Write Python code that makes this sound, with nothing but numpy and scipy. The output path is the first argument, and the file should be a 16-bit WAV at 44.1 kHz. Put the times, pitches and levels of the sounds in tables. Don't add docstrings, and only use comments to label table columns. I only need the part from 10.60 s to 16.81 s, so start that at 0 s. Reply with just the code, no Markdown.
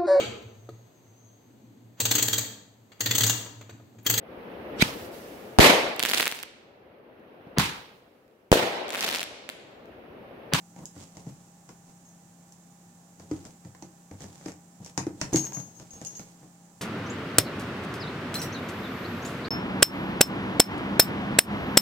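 import sys
import numpy as np
from scipy import signal
from scipy.fft import rfft, irfft, next_fast_len
from scipy.io import wavfile
from scipy.ndimage import map_coordinates

SR = 44100
rng = np.random.default_rng(int(sys.argv[2]) if len(sys.argv) > 2 else 0)


def store_wav(level_fs):
    pcm = np.round(np.clip(np.atleast_2d(level_fs), -1, 1) * 32767)
    wavfile.write(sys.argv[1], SR, pcm.T.astype(np.int16))


N = 273861
T = np.arange(N) / SR
AGE = T[:SR * 2 // 5]


def amp(db):
    return 10 ** (np.asarray(db) / 20)


def unit(x):
    return x / np.sqrt(np.mean(x ** 2) + 1e-20)


def along(points, hz):
    point_hz, values = np.transpose(points)
    return np.interp(np.log(hz + 1), np.log(point_hz + 1), values)


def fade(t60):
    return np.exp(-np.log(1000) * AGE / t60)


def wobble(rate):
    knots = rng.standard_normal(int(N * rate / SR) + 4)
    return map_coordinates(knots, [T * rate])


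def filtered(x, response):
    n = x.shape[-1]
    padded = next_fast_len(n + SR // 8)
    hz = np.fft.rfftfreq(padded, 1 / SR)
    return irfft(rfft(x, padded) * response(hz), padded)[..., :n]


def coloured(x, points, size=2048):
    gain = amp(along(points, np.fft.rfftfreq(size, 1 / SR)))
    cepstrum = irfft(np.log(gain))
    cepstrum[1:size // 2] *= 2
    cepstrum[size // 2 + 1:] = 0
    impulse = irfft(np.exp(rfft(cepstrum)))
    return signal.fftconvolve(x, impulse[None], axes=1)[:, :x.shape[-1]]


# frequency in Hz, left-right likeness from 0 to 1.
COHERENCE = [(100, 0.928), (350, 0.911), (700, 0.402), (1400, 0.043), (4000, 0.018)]


def diffuse(pair):
    def mid_side_gains(hz):
        turn = np.arccos(np.clip(along(COHERENCE, hz), -1, 1)) / 2
        return np.array([np.cos(turn), np.sin(turn)])

    mid, side = filtered(pair, mid_side_gains)
    return np.array([mid + side, mid - side])


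def panned(balance_db):
    return amp([[balance_db / 2], [-balance_db / 2]])


# frequency in Hz, decay time t60 in seconds.
ROOM_DECAY = [(100, 0.395), (260, 0.34), (700, 0.2215), (1840, 0.2766), (6000, 0.1804), (14000, 0.25)]
# frequency in Hz, relative level in dB.
FURNISHING_TINT = [(500, 2), (8000, 2.5), (11000, 7.5), (13000, -2)]


def in_room(x, wet_db):
    hz, t, spectrum = signal.stft(rng.standard_normal((2, len(AGE))), SR, nperseg=256)
    decay = np.exp(-np.log(1000) * t / along(ROOM_DECAY, hz)[:, None])
    dying = amp(along(FURNISHING_TINT, hz))[:, None] * decay
    tail = signal.istft(spectrum * dying, SR, nperseg=256)[1]
    tail = diffuse(tail[:, :len(AGE)]) * (1 - fade(0.0129))
    tail /= np.linalg.norm(tail[0])
    return x + amp(wet_db) * signal.fftconvolve(x, tail, axes=1)[:, :len(AGE)]


def add(track, s, sound):
    part = track[:, round(s * SR):][:, :sound.shape[-1]]
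    part += sound[:, :part.shape[-1]]


# frequency in Hz, mean rms level in dB before stereo and microphones.
HUM_TONES = [(143, -70), (173.6, -57), (208, -70.5), (802, -70), (1771, -84)]
# frequency in Hz, relative level in dB.
RUSH_SPECTRUM = [(25, -21.5), (70, -20), (105, -3), (150, -4.5), (190, -3.5), (310, -6.5), (400, -15),
                 (600, -12.5), (790, -11), (1000, -15.5), (1500, -20.5), (2200, -25), (4000, -29),
                 (8000, -64)]
# frequency in Hz, relative level in dB.
HISS_SPECTRUM = [(500, -15.5), (2500, -5), (4500, 4), (7500, 6), (11000, 0), (15000, -1.5)]


def background(air_db=-59, hiss_db=-68):
    hum = np.zeros(N)
    for hz, db in HUM_TONES:
        level = amp(db + 0.8 * wobble(9)) * np.sqrt(2)
        hum += level * np.sin(2 * np.pi * hz * T + 0.25 * wobble(6))
    air = unit(coloured(diffuse(rng.standard_normal((2, N))), RUSH_SPECTRUM, size=8192))
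    hiss = unit(coloured(rng.standard_normal((2, N)), HISS_SPECTRUM))

    def hiss_gains(hz):
        lean = along([(2500, -2.5), (4400, 0.5), (7500, -15.0), (10000, -4.5), (14000, 0.5)], hz)
        return amp([lean / 2, -lean / 2])

    return (hum + amp(air_db) * air) * panned(1) + amp(hiss_db) * filtered(hiss, hiss_gains)


# nominal frequency in Hz, relative level in dB,
# t60 in seconds.
BOX_MODES = [(92.85, -1.5, 0.254), (133.02, -4.5, 0.1273), (166.6, -11.5, 0.1485), (187.18, 0, 0.067),
             (238.8, -12, 0.0875), (266.3, -7.5, 0.0843), (309.8, -1.5, 0.0704), (321.3, -4.5, 0.046),
             (376.4, -8, 0.0266), (451.9, -11.5, 0.0732), (521.4, -11, 0.1006), (658.4, -15, 0.0885),
             (785, -8, 0.0367), (939, -17, 0.099)]
# start in seconds, relative thump level in dB,
# hardness (push on the middle modes) in dB, deep boom over the thump in dB,
# relative claw or toy snap level in dB.
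BLOWS_ON_BOX = [(0.1628, -51.5, 5, -16.5, -49), (0.1891, -48.5, 0.5, -17.5, -47.5),
                (0.363, -48, 6, -1.5, -52.5), (0.5698, -53.5, 3.5, 5, -38), (0.6655, -36, -9.5, -21.5, -55),
                (1.091, -52.5, 5.5, -13.5, -42.5), (2.598, -52.5, 5.5, -1, -44),
                (2.7131, -40, 13.5, 3, -44), (2.852, -52, -4.5, -20, -35.5), (3.049, -43, -5.5, -4, -48),
                (3.224, -45.5, 4, -13, -38), (3.5123, -45, 8, -0.5, -51), (3.6057, -48, -1.5, -14.5, -38.5),
                (3.642, -44.5, -0.5, -5, -42.5), (3.8596, -45, 12.5, -3.5, -36.5),
                (4.202, -38.5, -12, -14, -66.5), (4.377, -30.5, 0, -12, -15.5),
                (4.467, -33.5, 8.5, -11, -49), (4.6141, -31, 0.5, -18.5, -17.5),
                (4.729, -23, -0.5, -24, -37), (4.744, -26.5, 9, -13, -46), (4.9699, -33, -4.5, -18, -39.5),
                (5.199, -44.5, -4.5, -22, -38.5), (5.335, -50.5, -0.5, 1, -64.5),
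                (5.415, -43.5, 0.5, -11, -35), (5.595, -44, -3, -15.5, -33.5), (5.83, -56, 2.5, -17, -61)]
SETTLE_S, SETTLE_DB, SETTLE_SOFTER_DB = 0.024, -8, -8.5
LOW_LIFT_DB = 2.5
SLAP_DB, SLAP_PER_HARDNESS, SLAP_PER_THUMP = -18.5, 0.54, -0.3245


def thumps(level_db=6, wet_db=-7, scatter_db=1.0, rise_cycles=2.16):
    out = np.zeros((2, N))
    hz, mode_db, t60 = np.transpose(BOX_MODES)
    swell = (1 - fade(rise_cycles / hz[:, None])) ** 2 * fade(t60[:, None])
    landings = [(s, db, hard_db, boom_db) for s, db, hard_db, boom_db, _ in BLOWS_ON_BOX]
    settlings = [(s + SETTLE_S, db + SETTLE_DB, hard_db + SETTLE_SOFTER_DB, boom_db)
                 for s, db, hard_db, boom_db in landings]
    for s, db, hard_db, boom_db in landings + settlings:
        slap_db = SLAP_DB + SLAP_PER_HARDNESS * hard_db + SLAP_PER_THUMP * db
        force = [(95, boom_db), (135, LOW_LIFT_DB), (195, 0), (310, hard_db), (380, hard_db), (520, slap_db)]
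        scatter = scatter_db * rng.standard_normal(len(hz))
        signs = rng.choice([-1, 1], len(hz))
        gains = amp(mode_db + along(force, hz) + scatter) * signs
        pitch = hz * (1 + 0.00833 * rng.standard_normal(len(hz)))
        ring = gains @ (np.sin(2 * np.pi * pitch[:, None] * AGE) * swell)
        add(out, s, amp(db + level_db) * in_room(ring[None], wet_db))
    return out * panned(1)


# start in seconds,
# relative level in dB, relative woody clack level in dB.
WEIGHTLESS_TICKS = [(0.2555, -28.5, -22), (1.923, -41, -28.5), (3.1487, -52.5, 11.5), (3.8114, -53.5, 12),
                    (3.8836, -42, 8), (3.919, -41, 0.5), (4.2472, -34.5, -23), (4.2619, -33, -8),
                    (4.735, -25, -10), (4.7597, -12, -13), (4.7937, -22, -14), (4.8424, -37, 4),
                    (4.8683, -31, -8), (4.9219, -36.5, 2.5), (5.001, -33.5, -9), (5.449, -29, -24.5)]
# frequency in Hz, relative level in dB.
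SNAP_SPECTRUM = [(900, -24), (2700, -1), (3500, -2.5), (5200, 4.5), (7000, 6.5), (9000, -7), (12000, -17),
                 (16000, -21)]
# frequency in Hz, relative level in dB.
CLACK_SPECTRUM = [(250, -17.5), (450, -2.5), (800, -3.5), (1300, -9.5), (2200, -12.5), (3300, -28),
                  (6000, -20.5), (12000, -40)]
WOODY_DB, WOODY_PER_THUMP, WOODY_PER_HARDNESS = 4, 0.438, 0.581
SNAP_TILT, DULLER_PER_WOODY = -4.5, 0.395
CLAW_BALANCE_DB = -0.5


def clicks(tick_db=-34, clack_db=-28, tick_t60=0.00702, clack_t60=0.0223, wet_db=-2.5):
    out = np.zeros((2, N))
    heavy = []
    for s, thump_db, hard_db, _, snap_db in BLOWS_ON_BOX:
        woody_db = WOODY_DB + WOODY_PER_THUMP * (thump_db - snap_db) + WOODY_PER_HARDNESS * hard_db
        heavy.append((s, snap_db, woody_db))
    for s, db, woody_db in heavy + WEIGHTLESS_TICKS:
        tilt = SNAP_TILT - DULLER_PER_WOODY * woody_db
        colour = [(hz, level + tilt * np.log2(hz)) for hz, level in SNAP_SPECTRUM]
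        snap = unit(coloured(rng.standard_normal((2, len(AGE))) * fade(tick_t60), colour))
        wood_noise = diffuse(rng.standard_normal((2, len(AGE)))) * fade(clack_t60)
        wood = unit(coloured(wood_noise, CLACK_SPECTRUM))
        contact = amp(tick_db) * snap * panned(CLAW_BALANCE_DB) + amp(clack_db + woody_db) * wood
        add(out, s, amp(db) * in_room(contact, wet_db))
    return out


# middle in seconds, half length (to 1/e) in seconds, relative rasp level in dB,
# relative panel rustle level in dB.
SCRAPES = [(0.236, 0.0303, -69, -50.5), (0.414, 0.0506, -54, -54), (0.644, 0.25, -64, -59),
           (1.298, 0.0316, -64, -57.5), (2.8, 0.143, -59.5, -53), (3.62, 0.0237, -54, -57.5),
           (3.749, 0.13, -58, -55.5), (3.886, 0.047, -55.5, -55), (4.276, 0.0424, -53, -56.5),
           (4.74, 0.0085, -36, -39.5), (4.77, 0.0133, -33, -46), (4.834, 0.2625, -55, -48),
           (5.515, 0.257, -57, -56.5)]
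# frequency in Hz, relative level in dB.
RASP_SPECTRUM = [(700, -2.5), (1500, 0), (3300, 1.5), (5200, -0.5), (7500, -1), (10000, -9), (16000, -21.5)]
# frequency in Hz, relative level in dB.
RUSTLE_SPECTRUM = [(30, -10), (65, -7.5), (95, -8), (150, 9.5), (320, 1), (480, -1.5), (850, -3.5),
                   (1500, -18), (3000, -36)]
DRAG_DELAY_S, DRAG_HALF_S = 0.02184, 0.02683
DRAG_RASP_DB, DRAG_RUSTLE_DB, DRAG_PER_SNAP = -47, -56, 0.387


def scratches(level_db=-4, rustle_db=0, snags_per_s=300, fuzz=1.29, jerk_db=1.5, balance_db=-2.5):
    snags = (rng.random(N) < snags_per_s / SR) * rng.standard_normal((2, N))
    rasp = unit(coloured(unit(snags) + fuzz * rng.standard_normal((2, N)), RASP_SPECTRUM))
    rustle = unit(coloured(diffuse(rng.standard_normal((2, N))), RUSTLE_SPECTRUM))
    slips = [(s + DRAG_DELAY_S, DRAG_HALF_S, DRAG_RASP_DB + DRAG_PER_SNAP * snap_db, DRAG_RUSTLE_DB)
             for s, *_, snap_db in BLOWS_ON_BOX]
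    claw, panel = np.zeros(N), np.zeros(N)
    for s, half, rasp_db, panel_db in SCRAPES + slips:
        stroke = np.exp(-((T - s) / half) ** 2)
        claw += amp(rasp_db + level_db) * stroke
        panel += amp(panel_db + rustle_db) * stroke
    jerks = amp(jerk_db * wobble(90))
    return (claw * rasp * panned(balance_db) + panel * rustle) * jerks


# frequency in Hz, relative level in dB,
# free t60 in seconds.
BELL_MODES = [(2812, -15.5, 0.174), (2970, -44, 0.13), (5705, -12.5, 0.62), (5820, -10, 0.28),
              (6564, -4.5, 0.065), (6496, 5, 0.387), (6617, -4.5, 0.048), (12980, -19, 0.206),
              (13200, -31.5, 0.19), (14510, -12, 0.41)]
# start in seconds,
# relative level in dB, seconds until the pellet is back, share of the free ringing time.
TOY_SHAKES = [(1.45, -56.5, 0.037, 0.64), (4.7328, -26, 0.0321, 0.76), (4.831, -35, 0.02, 0.85),
              (4.931, -38, 0.0118, 1.0), (5.152, -54.5, 0.0119, 0.62), (5.306, -44.5, 0.026, 0.71),
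              (5.45, -34, 0.016, 0.79), (5.551, -38.5, 0.0161, 0.91)]
RETURN_DB = 1.66
# time in seconds, left minus right in dB.
TOY_SWING = [(4.75, 4), (4.95, 12.5), (5.35, 4.5), (5.47, -1.5)]


def bell(level_db=-23, wet_db=-8, scatter_db=2, contacts_per_s=900, skitter_t60=0.0273,
         rattle_db=-11, rattle_t60=0.059):
    out = np.zeros((2, N))
    hz, mode_db, t60 = np.transpose(BELL_MODES)
    strikes = []
    for s, db, back, free in TOY_SHAKES:
        strikes += [(s, db, free), (s + back, db + RETURN_DB, free)]
    for s, db, free in strikes:
        contacts = (rng.random(len(AGE)) < contacts_per_s / SR) * rng.standard_normal(len(AGE))
        skitter = contacts * fade(skitter_t60)
        decay = fade(t60[:, None] * np.clip(free, 0.1, 2))
        modes = np.exp(2j * np.pi * hz[:, None] * AGE) * decay
        rings = signal.fftconvolve(modes, skitter[None], axes=1)[:, :len(AGE)]
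        gains = amp(mode_db + scatter_db * rng.standard_normal(len(hz))) / rings.std(axis=1)
        phases = np.exp(2j * np.pi * rng.random((2, len(hz))))
        ring = unit(((gains * phases) @ rings).real)
        spikes = rng.standard_normal((2, len(AGE))) ** 5
        rattle = unit(coloured(spikes, SNAP_SPECTRUM) * fade(rattle_t60))
        jingle = in_room(ring + amp(rattle_db) * rattle, wet_db)
        balance_db = np.interp(s, *np.transpose(TOY_SWING))
        add(out, s, amp(db + level_db) * jingle * panned(balance_db))
    return out


def scene():
    return background() + thumps() + clicks() + scratches() + bell()


# frequency in Hz, gain in dB.
MICROPHONE_RESPONSE = [(25, 1), (80, -1), (4000, 0), (5200, 3.5), (6500, 7.5), (7500, 6.5), (9000, 3.5),
                       (11000, 3), (15000, 3.5)]
TOP_HZ = 16200


def record(dry):
    heard = coloured(dry, MICROPHONE_RESPONSE, size=4096)
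    return filtered(heard, lambda hz: hz < TOP_HZ)


dry = scene()
out = record(dry)
store_wav(out)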